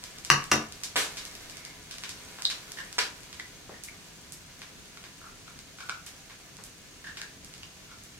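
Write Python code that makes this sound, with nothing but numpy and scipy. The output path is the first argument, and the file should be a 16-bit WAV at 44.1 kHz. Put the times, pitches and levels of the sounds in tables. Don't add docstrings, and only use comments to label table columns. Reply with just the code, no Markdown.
import sys
import numpy as np
from scipy import signal
from scipy.fft import rfft, irfft
from scipy.io import wavfile
from scipy.ndimage import uniform_filter1d

SR = 44100
rng = np.random.default_rng(int(sys.argv[2]) if len(sys.argv) > 2 else 0)


def transcribe(signal):
    frames = np.atleast_2d(signal).T
    limited = np.clip(frames, -1, 1)
    pcm = np.round(limited * 32767).astype(np.int16)
    wavfile.write(sys.argv[1], SR, pcm)


N = 361179
SIZE = 8192
HZ, T = np.fft.rfftfreq(SIZE, 1 / SR), np.arange(SIZE) / SR


def amp(db):
    return 10 ** (np.asarray(db) / 20)


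def curve(points, hz):
    point_hz, value = np.transpose(points)
    return np.interp(np.log(hz + 1), np.log(point_hz + 1), value)


def unit_rms(x):
    return x / np.sqrt(np.mean(x ** 2) + 1e-20)


def unit_peak(x):
    return x / np.sqrt(uniform_filter1d(x ** 2, size=132).max() + 1e-20)


def add(mix, start, sound):
    part = mix[..., max(round(start * SR), 0):][..., :sound.shape[-1]]
    part += sound[..., :part.shape[-1]]


def coloured(x, curve_db):
    log_gain = np.log(amp(np.maximum(curve_db, -100)))
    mirrored = np.concatenate([log_gain, log_gain[-2:0:-1]])
    response = np.exp(np.conj(signal.hilbert(mirrored)))[:len(HZ)]
    return signal.fftconvolve(x, irfft(response)[:SIZE // 2])[:len(x)]


def resonance(hz, width_hz):
    return -10 * np.log10(1 + ((HZ ** 2 - hz ** 2) / ((HZ + 1) * width_hz)) ** 2)


# frequency in Hz, correlation from 0 to 1.
MIC_LIKENESS = [(60, 0.84), (140, 0.84), (290, 0.7), (640, 0.33), (1400, 0.19), (3000, 0.11), (16000, 0.11)]
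def diffuse(x, colour):
    hz = np.fft.rfftfreq(x.shape[1], 1 / SR)
    likeness = curve(MIC_LIKENESS, hz)
    mid, side = rfft(x) * np.sqrt([(1 + likeness) / 2, (1 - likeness) / 2])
    return irfft(np.array([mid + side, mid - side]) * amp(curve(colour, hz)), x.shape[1])


# frequency in Hz, gain in dB.
HISS_COLOUR = [(15, -51), (25, -4.5), (136, -2.5), (164, -0.5), (227, -6), (253, -5.5), (313, -7.5),
               (997, -20), (1530, -15), (1710, -18.5), (2420, -14), (3170, -14.5), (3440, -15.5),
               (6380, -15), (15500, -32)]
# centre in Hz, width in Hz, level in dB.
WHINE_BAND = (6562, 130, -64.5)
def room_tone(hiss_db=-52, flutter_db=1.6):
    air = unit_rms(diffuse(rng.standard_normal((2, N)), HISS_COLOUR))
    low = signal.sosfiltfilt(signal.butter(2, 400, fs=SR, output="sos"), air)
    flames_db = np.interp(np.arange(N), np.linspace(0, N, 160), flutter_db * rng.standard_normal(160))
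    hz, width_hz, whine_db = WHINE_BAND
    band_db = 2 * resonance(hz, width_hz)
    whine = np.array([unit_rms(coloured(noise, band_db)) for noise in rng.standard_normal((2, N))])
    return amp(hiss_db) * (air + low * (amp(flames_db) - 1)) + amp(whine_db) * whine


def grains(per_s, spread_db, colour):
    sizes = amp(spread_db * np.minimum(rng.exponential(1, N), 3)) * rng.choice([-1, 1], N)
    ticks = sizes * (rng.random(N) < per_s / SR)
    return unit_rms(coloured(ticks, curve(colour, HZ)))


# time in seconds, level in dB.
FINGER_WORK = [(0, -51), (1.05, -52), (1.19, -48), (1.8, -52.5), (2.45, -48.5), (3.6, -55), (5.6, -56),
               (8.19, -56.5)]
# frequency in Hz, gain in dB.
SLITHER_COLOUR = [(150, -5), (500, -2), (1200, -0.5), (2100, -0.5), (3500, -1), (6000, -3), (10000, -9.5),
                  (13000, -13.5), (16000, -23)]
CRACKLE_COLOUR = [(300, -24), (1500, 14), (4000, 4), (7500, 18.5), (12000, 5), (16000, -8)]
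def handling():
    slither = amp(-5) * grains(per_s=900, spread_db=4, colour=SLITHER_COLOUR)
    crackle = amp(-14) * grains(per_s=160, spread_db=24, colour=CRACKLE_COLOUR)
    effort = amp(np.interp(np.arange(N) / SR, *np.transpose(FINGER_WORK)))
    return effort * (np.outer(amp([0, 3]), slither) + np.outer(amp([0, -3]), crackle))


def fracture(length, first_snap, per_s=2600, spread_db=4, fizz=0.014):
    age = T / max(length, 2e-4)
    sizes = amp(spread_db * np.minimum(rng.exponential(1, SIZE), 3)) * rng.choice([-1, 1], SIZE)
    snaps = sizes * (rng.random(SIZE) < per_s / SR)
    swarm = (snaps + fizz * rng.standard_normal(SIZE)) * np.exp(-age ** 2)
    swarm /= np.linalg.norm(swarm)
    swarm[0] = first_snap
    for _ in range(5):
        spectrum = rfft(swarm)
        swarm = irfft(spectrum / (abs(spectrum) + 1e-9)) * np.exp(-(age / 3) ** 2)
    return swarm


def direct_and_room(sound, length, room_db, db_per_doubling=2.2):
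    doublings = np.clip(np.log2(length / 0.0038), -2, 2)
    return np.outer(amp([0, room_db + db_per_doubling * doublings]), sound)


# frequency in Hz, gain in dB.
SNAP_COLOUR = [(60, -19), (200, 1), (450, 9.5), (750, 6.5), (1100, 8), (2200, 3), (4200, 0.5), (6500, -1.5),
               (10000, -7.5), (13000, -15.5), (16000, -27)]
def bursts(rows, slopes_db, first_snap, room_db):
    out = np.zeros((2, N))
    for start, db, length, hz in rows:
        octaves = np.log2((HZ + 1) / hz)
        slope_db = np.where(octaves < 0, *slopes_db)
        fall_db = np.minimum(slope_db * (np.hypot(octaves, 0.6) - 0.6), 45)
        burst = unit_peak(coloured(fracture(length, first_snap), curve(SNAP_COLOUR, HZ) - fall_db))
        add(out, start, direct_and_room(amp(db) * burst, length, room_db))
    return out


def chips(count=26, length=0.0012, centre_hz=6200):
    place, size, pitch = rng.random((count, 3)).T
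    starts = (np.arange(count) + place) / count * N / SR
    levels = np.interp(starts, *np.transpose(FINGER_WORK)) + 9 + 9.5 * (2 * size - 1)
    centres = centre_hz * 2 ** (0.45 * (2 * pitch - 1))
    return [(start, db, length, hz) for start, db, hz in zip(starts, levels, centres)]


# start in seconds, level in dB, crunch time in seconds, centre in Hz.
SHELL_SNAPS = [(.039, -31.5, 0.0015, 5700), (.249, -29, 0.0017, 6400), (.7235, -34, 0.00056, 5570),
               (.8355, -26, .006, 6600), (1.171, -33, 0.02, 4360), (1.2525, -33, 0.0024, 7540),
               (1.3525, -36, .001, 7000), (1.498, -37, .004, 6000), (1.57, -37, 0.0026, 6500),
               (1.911, -34, 0.0048, 4500), (1.940, -39, .003, 3850), (2.037, -29.5, 0.0057, 3000),
               (2.093, -31, 0.0043, 5840), (2.387, -37, 0.0033, 1450), (2.422, -28, .0006, 6200),
               (2.501, -26.5, 0.0067, 3870), (3.329, -36.5, 0.0033, 3500), (4.618, -36, 0.0043, 2700),
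               (5.040, -39.5, 0.0053, 2600), (6.067, -41.5, 0.013, 3550), (6.299, -44, 0.033, 2190),
               (7.172, -34, 0.0054, 3200), (7.2165, -30, 0.00055, 4030), (7.539, -39, 0.002, 4500)]
def shell_snaps():
    return bursts(SHELL_SNAPS + chips(), slopes_db=(11, 5), first_snap=1, room_db=0)


def ring(modes, spot, contact, rise):
    t = np.arange(SIZE * 3) / SR
    out = np.zeros(len(t))
    for k, (hz, t60, spot0_db, spot1_db) in enumerate(modes):
        level = amp(spot0_db + spot * (spot1_db - spot0_db))
        decay = np.exp(-t / (t60 / np.log(1000) + contact))
        out += (-1) ** k * level * np.sin(2 * np.pi * hz * t) * decay
    return out * (1 - np.exp(-t / rise))


# start in seconds, level in dB,
# contact time in seconds, crunch relative to the clank in dB, spot on the rim from 0 to 1.
RIM_KNOCKS = [(0.3015, -6, 0.00032, -4, 0), (0.5152, -18.5, 0.0037, 2.5, 0.79)]
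# frequency in Hz, free ring time to
# -60 dB in seconds, strength in dB when struck at spot 0, the same at spot 1.
PAIL_MODES = [(734, 0.097, -28, -18), (966, 0.028, -11, -4), (1010, 0.19, -40, -25),
              (1100, 0.081, -35, -11.5), (1200, 0.2, -17.5, -31), (1186, 0.011, 8.5, 7),
              (1450, 0.06, -39, -15), (1537, 0.0078, 1, 4), (1740, 0.018, -14, 6), (1650, 0.36, -55, -40),
              (1970, 0.016, -11, -23), (2130, 0.32, -39, -28), (2767, 0.0095, 2, 8.5),
              (2960, 0.0053, -4.5, -13), (3730, 0.11, -33, -8.5), (4240, 0.0019, 9.5, -29),
              (5470, 0.0039, -21, -9), (5634, 0.0073, 4.5, 3), (6200, 0.029, -34, -16),
              (5460, 0.014, -13, -20)]
TABLE_MODES = [(88, 0.16, -25, 1.5), (142.5, 0.23, -10, -2.5), (187, 0.034, -26, 10), (221.7, 0.29, -29, 5),
               (303, 0.25, -38, 9), (355, 0.15, -15, 5.5), (407, 0.31, -33, -3.5)]
# frequency in Hz, gain in dB.
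CRUSH_COLOUR = [(40, -29), (120, -3), (400, 0.5), (560, 5), (800, 4), (1200, 3), (1900, 5.5), (2700, 3.5),
                (3400, -4), (4800, 0), (5900, 7), (7200, -5.5), (11000, -9.5), (16000, -28)]
def knocks():
    out = np.zeros((2, N))
    for start, db, contact, crunch_db, spot in RIM_KNOCKS:
        clank = unit_peak(ring(PAIL_MODES, spot, contact, rise=0.99 * contact))
        crush = fracture(3.2 * contact, first_snap=0.03, per_s=6000, spread_db=-1.5)
        crunch = amp(crunch_db) * unit_peak(coloured(crush, curve(CRUSH_COLOUR, HZ)))
        boom = ring(TABLE_MODES, spot, contact, rise=0.046)
        add(out, start, np.outer(amp([db, db - 2]), clank))
        add(out, start, np.outer(amp([db, db - 1.5]), crunch))
        add(out[0], start, amp(db) * boom)
    return out


# start in seconds, level in dB, crunch time
# in seconds, centre in Hz, then the tear, the last give and the thud in dB relative to the crunch.
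THUMB_BREAKS = [(.958, -21, 0.0091, 2950, -4.5, -9, -14.5), (2.983, -18, 0.0067, 4000, -18, -20, -24.5)]
def breaks(crunch_lag=0.0042, crack_lag=0.0058, give_lag=0.054):
    out = np.zeros((2, N))
    for start, db, length, hz, tear_db, give_db, thud_db in THUMB_BREAKS:
        pop = (start, db - 3.5, 0.001, 0.42 * hz)
        thud = (start, db + thud_db, 0.016, 440)
        crunch = (start + crunch_lag, db, length, hz)
        give = (start + give_lag, db + give_db, length, hz)
        crack = (start + crack_lag, db - 0.5, 0.00065, hz)
        tear = (start + crunch_lag, db + tear_db, 0.065, 8800)
        out += bursts([pop], slopes_db=(5.5, 1.5), first_snap=0.61, room_db=-2)
        out += bursts([thud], slopes_db=(9, 9), first_snap=0.5, room_db=0)
        out += bursts([crunch, give, crack], slopes_db=(7.5, 13), first_snap=0.6, room_db=-1.5)
        out += bursts([tear], slopes_db=(5.5, 4), first_snap=0.6, room_db=1.5)
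    return out


def edge_catch(db, length, hz, snap_db, cup_q=9.5):
    drive = fracture(length, first_snap=0.31)
    upper_hz = 1.59 * hz
    hollow = unit_peak(coloured(drive, resonance(hz, hz / cup_q) + resonance(hz, 0.72 * hz)))
    upper = unit_peak(coloured(drive, resonance(upper_hz, upper_hz / cup_q) + resonance(upper_hz, hz)))
    bright_db = curve(SNAP_COLOUR, HZ) + resonance(4100, 6200) + resonance(2550, 11000)
    snap = unit_peak(coloured(drive, bright_db))
    click = amp(db) * (hollow + amp(snap_db) * (snap + amp(-9) * upper))
    return direct_and_room(click, length, room_db=0)


# start in seconds, level in dB,
# crunch time in seconds, hollow note in Hz, snap relative to that note in dB.
SHELL_RUBS = [(1.53, -53.5, 0.44, 2140, -8)]
# time of the click in seconds, level
# in dB, gap between catches in seconds, hollow note in Hz, snap relative to that note in dB.
SHELL_TOUCHES = [(2.4523, -14.5, .003, 3940, -17), (2.7863, -35.5, 0.015, 1800, -3),
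                 (3.3976, -33.5, 0.0042, 2000, -2), (3.74, -49, 0.021, 1880, -5),
                 (3.885, -39.5, 0.0056, 2190, -12), (4.973, -48.5, 0.004, 1370, 7.5),
                 (5.24, -44.5, 0.025, 1340, -19), (5.479, -47, 0.0088, 1350, 2.5),
                 (5.804, -43.5, 0.019, 1450, 1.5), (5.895, -28, 0.0055, 1434, 0),
                 (7.069, -41, 0.027, 1730, -5), (7.215, -42, 0.018, 1710, -4),
                 (7.632, -42, 0.0056, 2800, 2.5), (7.915, -50, 0.021, 1370, 1)]
def half_shells(scrape_share=0.27):
    out = np.zeros((2, N))
    for time, db, gap, hz, snap_db in SHELL_TOUCHES:
        slow_db = 4 * np.log2(gap / 0.025)
        for lag, softer_db in [(-gap, slow_db - 3), (0, 0), (gap, slow_db - 5)]:
            add(out, time + lag, edge_catch(db + softer_db, scrape_share * gap, hz, snap_db))
    for start, db, length, hz, snap_db in SHELL_RUBS:
        add(out, start, edge_catch(db, length, hz, snap_db))
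    return out


# start in seconds, level in dB, splash time in seconds,
# centre in Hz.
WHITE_PLOPS = [(3.694, -39.5, 0.0102, 544), (6.588, -47.5, .02, 1210)]
def plops():
    return bursts(WHITE_PLOPS, slopes_db=(7.5, 8), first_snap=0.58, room_db=-4)


# start in seconds, level in dB.
HEARTH_TICKS = [(3.837, -34.5), (4.3224, -36), (6.064, -39), (6.6387, -39), (8.0368, -46)]
def fire_ticks(length=0.0022, centre_hz=11300):
    rows = [(start, db, length, centre_hz) for start, db in HEARTH_TICKS]
    return bursts(rows, slopes_db=(13, 5), first_snap=1.2, room_db=4)


# frequency in Hz, time to fall 60 dB in seconds.
ROOM_DECAY = [(100, 0.66), (260, 0.33), (700, 0.38), (1800, 0.32), (5000, 0.27), (13000, 0.2)]
# frequency in Hz, gain in dB.
ECHO_COLOUR = [(100, 6), (400, 3), (1200, 1), (3000, 1), (6000, 1.5), (10000, 1), (16000, 7)]
def room(feed, echoes_per_s=5000, build_s=0.0035):
    t = np.arange(SR * 2 // 3) / SR
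    shape = (2, len(t))
    echoes = rng.choice([-1., 1.], shape) * (rng.random(shape) < echoes_per_s / SR)
    echoes *= 1 - np.exp(-t / build_s)
    hz, age, bands = signal.stft(echoes, SR, nperseg=256)
    decay = amp(-60 * age / curve(ROOM_DECAY, hz)[:, None])
    tail = signal.istft(bands * decay, SR, nperseg=256)[1]
    tail = diffuse(tail / np.linalg.norm(tail, axis=1, keepdims=True), ECHO_COLOUR)
    return signal.fftconvolve(feed[None], tail, axes=1)[:, :N]


def at_mics(x, lag, left_db):
    return np.array([np.roll(x, lag) * amp(left_db / 2), x * amp(-left_db / 2)])


# frequency in Hz, left minus right in dB.
PAIL_LEAN = [(60, 0), (180, 1), (550, 2.5), (1650, 1.5), (4970, 1), (15000, -2.5)]
def pail_at_mics(direct, feed):
    stereo = at_mics(direct, lag=1, left_db=0) + room(feed)
    left_db = curve(PAIL_LEAN, np.fft.rfftfreq(N, 1 / SR))
    return irfft(rfft(stereo) * amp([left_db / 2, -left_db / 2]), N)


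def scene():
    pail, pail_feed = knocks() + plops()
    thumbs, thumbs_feed = breaks() + handling()
    shells, shells_feed = shell_snaps() + half_shells()
    fire, fire_feed = fire_ticks()
    hands = at_mics(thumbs, lag=5, left_db=-0.5) + at_mics(shells, lag=4, left_db=-0.7)
    hearth = at_mics(fire, lag=5, left_db=-8)
    echoes = room(thumbs_feed) + room(shells_feed + fire_feed)
    return pail_at_mics(pail, pail_feed) + hands + hearth + echoes + room_tone()


def record(dry):
    lowpass = signal.firwin(401, 15900, window=("kaiser", 9), fs=SR)
    return signal.oaconvolve(np.clip(dry, -1, 1), lowpass[None], "same", axes=1)


dry = scene()
out = record(dry)
transcribe(out)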